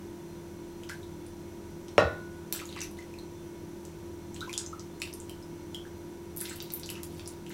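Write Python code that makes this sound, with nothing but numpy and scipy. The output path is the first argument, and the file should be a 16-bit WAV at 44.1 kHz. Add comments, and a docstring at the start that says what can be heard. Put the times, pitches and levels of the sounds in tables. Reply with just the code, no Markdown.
"""Syrup poured from a steel pot over a cake in a glass dish, close to one microphone in a small kitchen.
The thick stream itself is almost silent: one hears air pockets popping, low gulps and fine spatter.
The pot knocks once, a piece of lemon plops out, and at the end the thin stream breaks into ticking drips.
Hard walls nearby answer the pops; behind it all a motor hums and a fan moves air."""
import sys
import numpy as np
from scipy import signal
from scipy.fft import rfft, irfft, next_fast_len
from scipy.io import wavfile

SR = 44100
rng = np.random.default_rng(int(sys.argv[2]) if len(sys.argv) > 2 else 0)


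def unload_wav(signal):
    """Save mono or channel-first audio to the path in sys.argv[1] as 16-bit WAV at rate SR, clipped to [-1, 1]."""
    wavfile.write(
        sys.argv[1],
        SR,
        np.round(np.clip(np.atleast_2d(signal).T, -1, 1) * 32767).astype(np.int16),
    )


N = 332459
HZ = np.fft.rfftfreq(2 * next_fast_len(N // 2 + 1, True), 1 / SR)
CLIMB_HZ = 170  # a pop ends about this far above its listed pitch
TICK_HZ, TICK_WIDTH_HZ = 5800, 9000  # the broad tick of a tearing film

# Air pockets opening in the syrup, close to the microphone.
# Each row: start in seconds, level in dB, pitch in Hz, width as a share of the pitch.
AIR_POCKETS = [(0.835, -39, 3020, .28), (0.8955, -30, 1860, .45), (0.899, -35, 1455, .09),
               (0.914, -37.5, 1610, .08), (1.031, -46, 3700, .14), (1.265, -45, 9310, .07),
               (2.561, -31, 7700, .09), (2.5997, -34, 2330, .2), (2.616, -36.5, 1200, .26),
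               (2.655, -36, 6660, .12), (2.691, -39, 4000, .22), (2.762, -40, 2450, .2),
               (2.765, -37.5, 1100, .22), (2.789, -38, 2130, .21), (2.815, -34, 2650, .1),
               (2.8164, -26.5, 5920, .1), (2.988, -42, 1980, .09), (3.139, -44.5, 2450, .12),
               (3.187, -41, 4100, .09), (4.4073, -32.5, 3820, .13), (4.414, -36.5, 1315, .11),
               (4.424, -36, 1428, .08), (4.475, -41.5, 967, .09), (4.4946, -33.5, 2320, .14),
               (4.5386, -30, 3280, .13), (4.5772, -35, 3400, .1), (4.728, -36.5, 1240, .075),
               (5.0187, -23.5, 2590, .22), (5.2956, -40, 2990, .11), (5.426, -46, 5210, .1),
               (5.7458, -30.5, 3180, .085), (5.852, -42, 1560, .23), (6.8905, -31, 2810, .16),
               (6.9542, -38, 2680, .14), (7.465, -40, 2880, .25)]
# Large, low pockets tick more softly. Each row: pocket pitch in Hz, lift of the tick in dB.
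FILM_TICK = [(1450, -7), (1900, 7)]
def bubbles(ring_db=.7, tick_db=1):
    """Each film tears with a tick and its air pocket rings, climbing in pitch as it opens."""
    out = np.zeros(N)
    for start, db, hz, damping in AIR_POCKETS:
        add(out, start, amp(db + ring_db) * ping(hz, damping * hz, CLIMB_HZ / hz))
        tick = amp(db + read(FILM_TICK, hz) + tick_db) * ping(TICK_HZ, TICK_WIDTH_HZ)
        add(out, start, dish(tick))
    return out


# Drops and bursting films in the dish. Each row: start in seconds, level in dB, pitch in Hz, width in Hz.
SNAPS = [(0.891, -31.5, 4930, 2430), (1.8832, -35, 4500, 4000), (2.5483, -27, 8340, 4000),
         (2.727, -32.5, 3930, 2850), (2.8057, -23.5, 6600, 2490), (2.836, -30, 11500, 4500),
         (2.9127, -34.5, 9800, 5000), (3.852, -33, 7750, 5000), (4.3445, -33, 7000, 3000),
         (4.3633, -33, 3400, 2600), (4.5296, -19.5, 5480, 5700), (4.5778, -11.5, 6850, 3300),
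         (4.6626, -26, 6560, 1500), (4.7955, -30, 6400, 1970), (5.0011, -38, 7400, 2000),
         (5.0187, -21, 4200, 4500), (5.0751, -30, 2800, 3750), (5.129, -34, 5800, 1800),
         (5.1377, -25.5, 9700, 3470), (5.2012, -29, 7700, 1800), (5.2956, -29, 8500, 9000),
         (6.3643, -21, 14660, 6910), (6.3725, -20, 10900, 2990), (6.3804, -21, 13870, 6730),
         (6.405, -23, 8940, 2850), (6.412, -15.5, 11500, 3640), (6.4551, -24, 4200, 3500),
         (6.4955, -28, 7840, 1800), (6.5597, -28, 11300, 3810), (6.6033, -24, 4700, 2800),
         (6.6252, -26, 14000, 3490), (6.7039, -24.5, 4500, 5630), (6.722, -27, 12900, 2500),
         (6.7375, -14.5, 12600, 3400), (6.7971, -25.5, 8900, 6610), (6.8336, -25.5, 4470, 1800),
         (6.8606, -26, 5500, 5810), (6.902, -13.5, 9250, 12000), (7.0327, -19, 9700, 7850),
         (7.1956, -28, 3900, 4440), (7.2594, -32, 5350, 1300), (7.2761, -22, 8400, 4840),
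         (7.495, -31, 12000, 6000)]
def snaps(level_db=1.2, tick_db=-35):
    """Drops and films snap too briefly to ring, each with the same faint tick."""
    out = np.zeros(N)
    for start, db, hz, width in SNAPS:
        add(out, start, dish(amp(db + level_db) * ping(hz, width, CLIMB_HZ / hz)))
        add(out, start, dish(amp(tick_db) * ping(TICK_HZ, TICK_WIDTH_HZ)))
    return out


# Flurries at the pool, where the stream folds air in or breaks up.
# Each row: start in seconds, hold in seconds, level in dB, typical pitch in Hz.
FLURRIES = [(0.89, .04, -48, 5000), (2.54, .05, -40, 3800), (2.59, .14, -49.5, 5500),
            (2.745, .08, -43, 3400), (2.96, .06, -53, 5000), (4.34, .18, -52, 5000), (4.55, .09, -54, 2800),
            (5.02, .06, -51, 7000), (6.37, .16, -44, 10000), (6.40, .13, -43.5, 3500),
            (6.55, .12, -49, 7000), (6.70, .17, -53.5, 5500), (6.93, .035, -46, 2900),
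            (7.09, .11, -51, 7000), (7.28, .04, -49, 8500), (7.495, .05, -46, 3600)]
def spatter(per_s=480, spread_db=2.8, octaves=1.4, damping=.25, tilt_db=1.5, top_hz=15000,
            attack_s=.008, release_s=.025):
    """Countless tiny bubbles burst; each flurry swells quickly, holds and dies away."""
    out = np.zeros(N)
    smooth_stream = (0, N / SR, -68, 5000)  # one faint flurry that lasts throughout
    for start, hold, level_db, typical_hz in [smooth_stream, *FLURRIES]:
        length = hold + np.pi * release_s
        for when, size, force in rng.random((int(per_s * length), 3)):
            age = when * length
            octave = octaves * (2 * size - 1)
            swell = min(age / attack_s, 1) * np.exp(-max(age - hold, 0) / release_s)
            strength = min(-np.log(1 - force), np.pi) - 1  # many weak, a few strong
            db = level_db + spread_db * strength + tilt_db * octave
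            hz = min(typical_hz * 2 ** octave, top_hz)
            add(out, start + age, swell * amp(db) * ping(hz, damping * hz))
    return out


def lemon(start=2.5256, level_db=-2):
    """The piece of lemon lands flat on the syrup with one sharp slap."""
    out = np.zeros(N)
    add(out, start, dish(amp(level_db) * ping(hz=9100, width_hz=14000)))
    return out


# The pot's blow, close by: hard contact, the dull give of what it meets, small rebounds.
# Each row: start in seconds, level in dB, pitch in Hz, width in Hz.
POT_BLOW = [(1.9801, -6, 2280, 1460), (1.9800, -19, 6500, 3500), (1.982, -10, 1230, 450),
            (1.9812, -6.5, 515, 315), (1.981, -30.5, 5460, 100), (1.9882, -14.5, 596, 230),
            (1.9850, -30, 111, 45), (2.0225, -19, 525, 270), (2.0240, -28.5, 175, 49),
            (2.0420, -28.5, 80, 23), (2.0700, -22.5, 524, 130)]
# Ringing of pot and dish. Each row: pitch in Hz, level in dB, seconds to fall 60 dB.
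POT_MODES = [(377, -10, 0.55), (464, -6.5, 0.49), (532, -4, 0.4), (571, -2, 0.33), (616, 2, 0.36),
             (654, -7, 0.36), (681, -4, .18), (797, -11, 0.32), (964, -7, .15), (1023, -21, 0.97),
             (1122, -8.5, 0.37), (1405, -12, 0.55), (1470, -10, 0.9), (1856, -8, 0.29), (2013, -22, 0.18),
             (2586, -12, 0.29), (2640, -16, 0.34), (2810, -5, 0.1), (3820, -26, 0.46), (3941, -18.5, 0.4),
             (4020, -25, .3), (4140, -24, 0.3), (5426, -25, 0.4), (5510, -29, 0.27), (6800, -31, .2)]
# Dense ringing of the worktop. Each row: frequency in Hz, relative level in dB.
WORKTOP_COLOUR = [(59, -45), (100, -6), (198, -19), (305, -4.5), (332, -18), (416, -22), (592, -10),
                  (791, -1), (877, -16), (1440, -5), (1600, -23), (1810, -7), (2130, -19.5), (3890, -25.5),
                  (14000, -40.5)]
# How the worktop dies away. Each row: frequency in Hz, seconds to fall 60 dB.
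WORKTOP_T60 = [(100, 0.85), (500, 0.35), (1500, .38), (4000, 0.36), (12000, 0.087)]
def knock(start=1.981, modes_db=-22.5, clatter_db=8, spread_s=.004):
    """One blow of the pot: a dull thud, ringing steel and glass, and a dense dying clatter."""
    out, t = np.zeros(N), np.arange(SR) / SR
    for contact, db, hz, width in POT_BLOW:
        add(out, contact, amp(db) * ping(hz, width))
    ring = np.zeros(SR)
    for hz, db, t60 in POT_MODES:
        ring += amp(modes_db + db - 60 * t / t60) * np.sin(2 * np.pi * (hz * t + rng.random()))
    add(ring, 0, amp(clatter_db) * tail(WORKTOP_T60, WORKTOP_COLOUR))
    spread = 1 - np.exp(-t / spread_s)  # the ringing spreads from the point of contact
    add(out, start, ring * spread)
    return out


def dish(sound, echo=.84, span_s=.0019, count=14):
    """The dish walls and the pot throw a pop back within a moment, differently from each spot."""
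    delays = (np.sort(rng.random(count)) * span_s * SR).astype(int)
    sizes = rng.standard_normal(count) * np.geomspace(1, .5, count)
    taps = np.zeros(int(span_s * SR) + 2)
    taps[0] = 1  # the direct path to the microphone
    np.add.at(taps, 1 + delays, echo * sizes / np.linalg.norm(sizes))
    return np.convolve(sound, taps / np.linalg.norm(taps))


# The small kitchen around the microphone. Each row: frequency in Hz, seconds to fall 60 dB.
KITCHEN_T60 = [(200, 0.53), (1500, 0.18), (3500, 0.26), (7000, 0.2), (14000, 0.18)]
def kitchen(pops, wet_db=.5, gap_s=.0012, count=3):
    """Hard walls close by answer each pop with a short bright tail whose colour keeps shifting."""
    out, t = pops.copy(), np.arange(N) / SR
    for k in range(count):
        walls = tail(KITCHEN_T60)
        walls *= 1 - np.exp(-(t[:len(walls)] / gap_s) ** 2)
        share = np.sqrt(2 / count) * np.cos(np.pi * (2 * t + k / count))  # the squares sum to 1
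        out += amp(wet_db) * signal.fftconvolve(pops * share, walls)[:N]
    return out


# Motor and mains hum behind the pour. Each row: pitch in Hz, rms level in dB, unsteadiness from 0 to 1.
HUM_LINES = [(81.4, -55.5, 0.38), (99.5, -59.5, 0.44), (162.4, -55, 0.53), (199.1, -57, 0.65),
             (246.6, -69, 0.55), (301.5, -55.5, 0.57), (343.2, -47, 0.05), (408.6, -63.5, 0.3),
             (692, -71.5, 0.36), (923, -79.5, 0.5), (968.5, -65, 0)]
def motor(waver_hz=5, flutter_hz=1.2, wander_rad=.27):
    """The motor hums in lines that waver in level and phase."""
    out, t = np.zeros(N), np.arange(N) / SR
    wander = wander_rad * drift(flutter_hz)
    sway = drift(waver_hz) + 1j * drift(waver_hz)
    for hz, db, unsteady in HUM_LINES:
        body = np.sqrt(2 * (1 - unsteady ** 2)) + unsteady * np.roll(sway, rng.integers(N))
        phase = 2 * np.pi * (hz * t + rng.random()) + wander
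        out += amp(db) * (body * np.exp(1j * phase)).real
    return out


# The fan's rumble in the background. Each row: frequency in Hz, relative level in dB.
FAN_RUMBLE = [(15, -16), (31, 0), (58, -15.5), (85, -1.5), (130, -4), (180, -1.5), (230, -2), (290, -7),
              (380, 0), (440, -12.5), (600, -20), (1200, -76)]
# Its hiss. Each row: frequency in Hz, relative level in dB.
FAN_HISS = [(260, -42), (450, -7), (485, 1), (782, -7), (936, -1), (1020, -8), (1470, -11.5), (4560, -19.5),
            (5790, -18), (16000, -24.5)]
# Its resonances. Each row: pitch in Hz, width in Hz, lift in dB.
FAN_WHISTLES = [(940, 95, 1), (1482, 43, 6.5), (2185, 8.3, 15), (3510, 16, 12.5), (4170, 17, 14.5),
                (5930, 320, 7.5), (7250, 39, 5)]
def fan(rumble_db=-49.5, hiss_db=-55):
    """Moving air: a low rumble and a soft hiss with a few faint whistles."""
    whistles = sum(db / (1 + (2 * (HZ - hz) / width) ** 2) for hz, width, db in FAN_WHISTLES)
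    rumble = amp(rumble_db) * noise(read(FAN_RUMBLE, HZ))
    hiss = amp(hiss_db) * noise(read(FAN_HISS, HZ) + whistles)
    return rumble + hiss


def ping(hz, width_hz, rise=0.):
    """A damped resonance that swells softly to 1 and dies; its pitch may climb as it goes."""
    rate = 1.5 * np.pi * width_hz
    age = rate * np.arange(int(4 * np.pi * SR / rate) + 2) / SR  # in decay times
    pitch = hz * (1 + rise * np.tanh(age / np.pi - .5))
    envelope = (age / 2) ** 2 * np.exp(2 - age)
    return envelope * np.sin(2 * np.pi * np.cumsum(pitch) / SR)


def tail(t60, colour=None):
    """A dense random decay of energy 1; each band dies at its own speed."""
    hz, t, bands = signal.stft(rng.standard_normal(SR), SR, nperseg=256)
    decay = amp(-60 * t / read(t60, hz)[:, None])
    x = signal.istft(bands * decay, SR, nperseg=256)[1][:SR]
    if colour:
        gain = amp(read(colour, np.fft.rfftfreq(SR, 1 / SR)))
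        x = irfft(rfft(x) * gain, SR)[:SR * 3 // 4]
    return x / np.linalg.norm(x)


def noise(db):
    """Steady noise of rms 1 with the given relative level at each frequency."""
    bins = rng.standard_normal(len(HZ)) + 1j * rng.standard_normal(len(HZ))
    x = irfft(bins * amp(db))[:N]
    return x / np.sqrt(np.mean(x ** 2) + 1e-20)


def drift(hz):
    """Slow random motion up to about hz, rms 1."""
    return noise(-10 * np.log10(1 + (HZ / hz) ** 6))


def amp(db):
    """Decibels to gain."""
    return 10 ** (np.asarray(db) / 20)


def read(points, hz):
    """Reads a table on a log-frequency axis."""
    point_hz, value = np.transpose(points)
    return np.interp(np.log(hz + 1), np.log(point_hz + 1), value)


def add(mix, start, sound):
    """Mixes a sound in at start seconds."""
    part = mix[max(round(start * SR), 0):][:len(sound)]
    part += sound[:len(part)]


def scene():
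    """The pour and the knock over the kitchen's hum, in mono from beside the dish."""
    return (motor() + fan() + knock() + kitchen(bubbles() + snaps() + lemon() + spatter()))[None]


def record(dry):
    """The recorder cuts the treble above about 16 kHz."""
    lowpass = signal.firwin(255, cutoff=15950, window=("kaiser", 9), fs=SR)
    return signal.oaconvolve(dry, lowpass[None], "same")


dry = scene()
out = record(dry)
unload_wav(out)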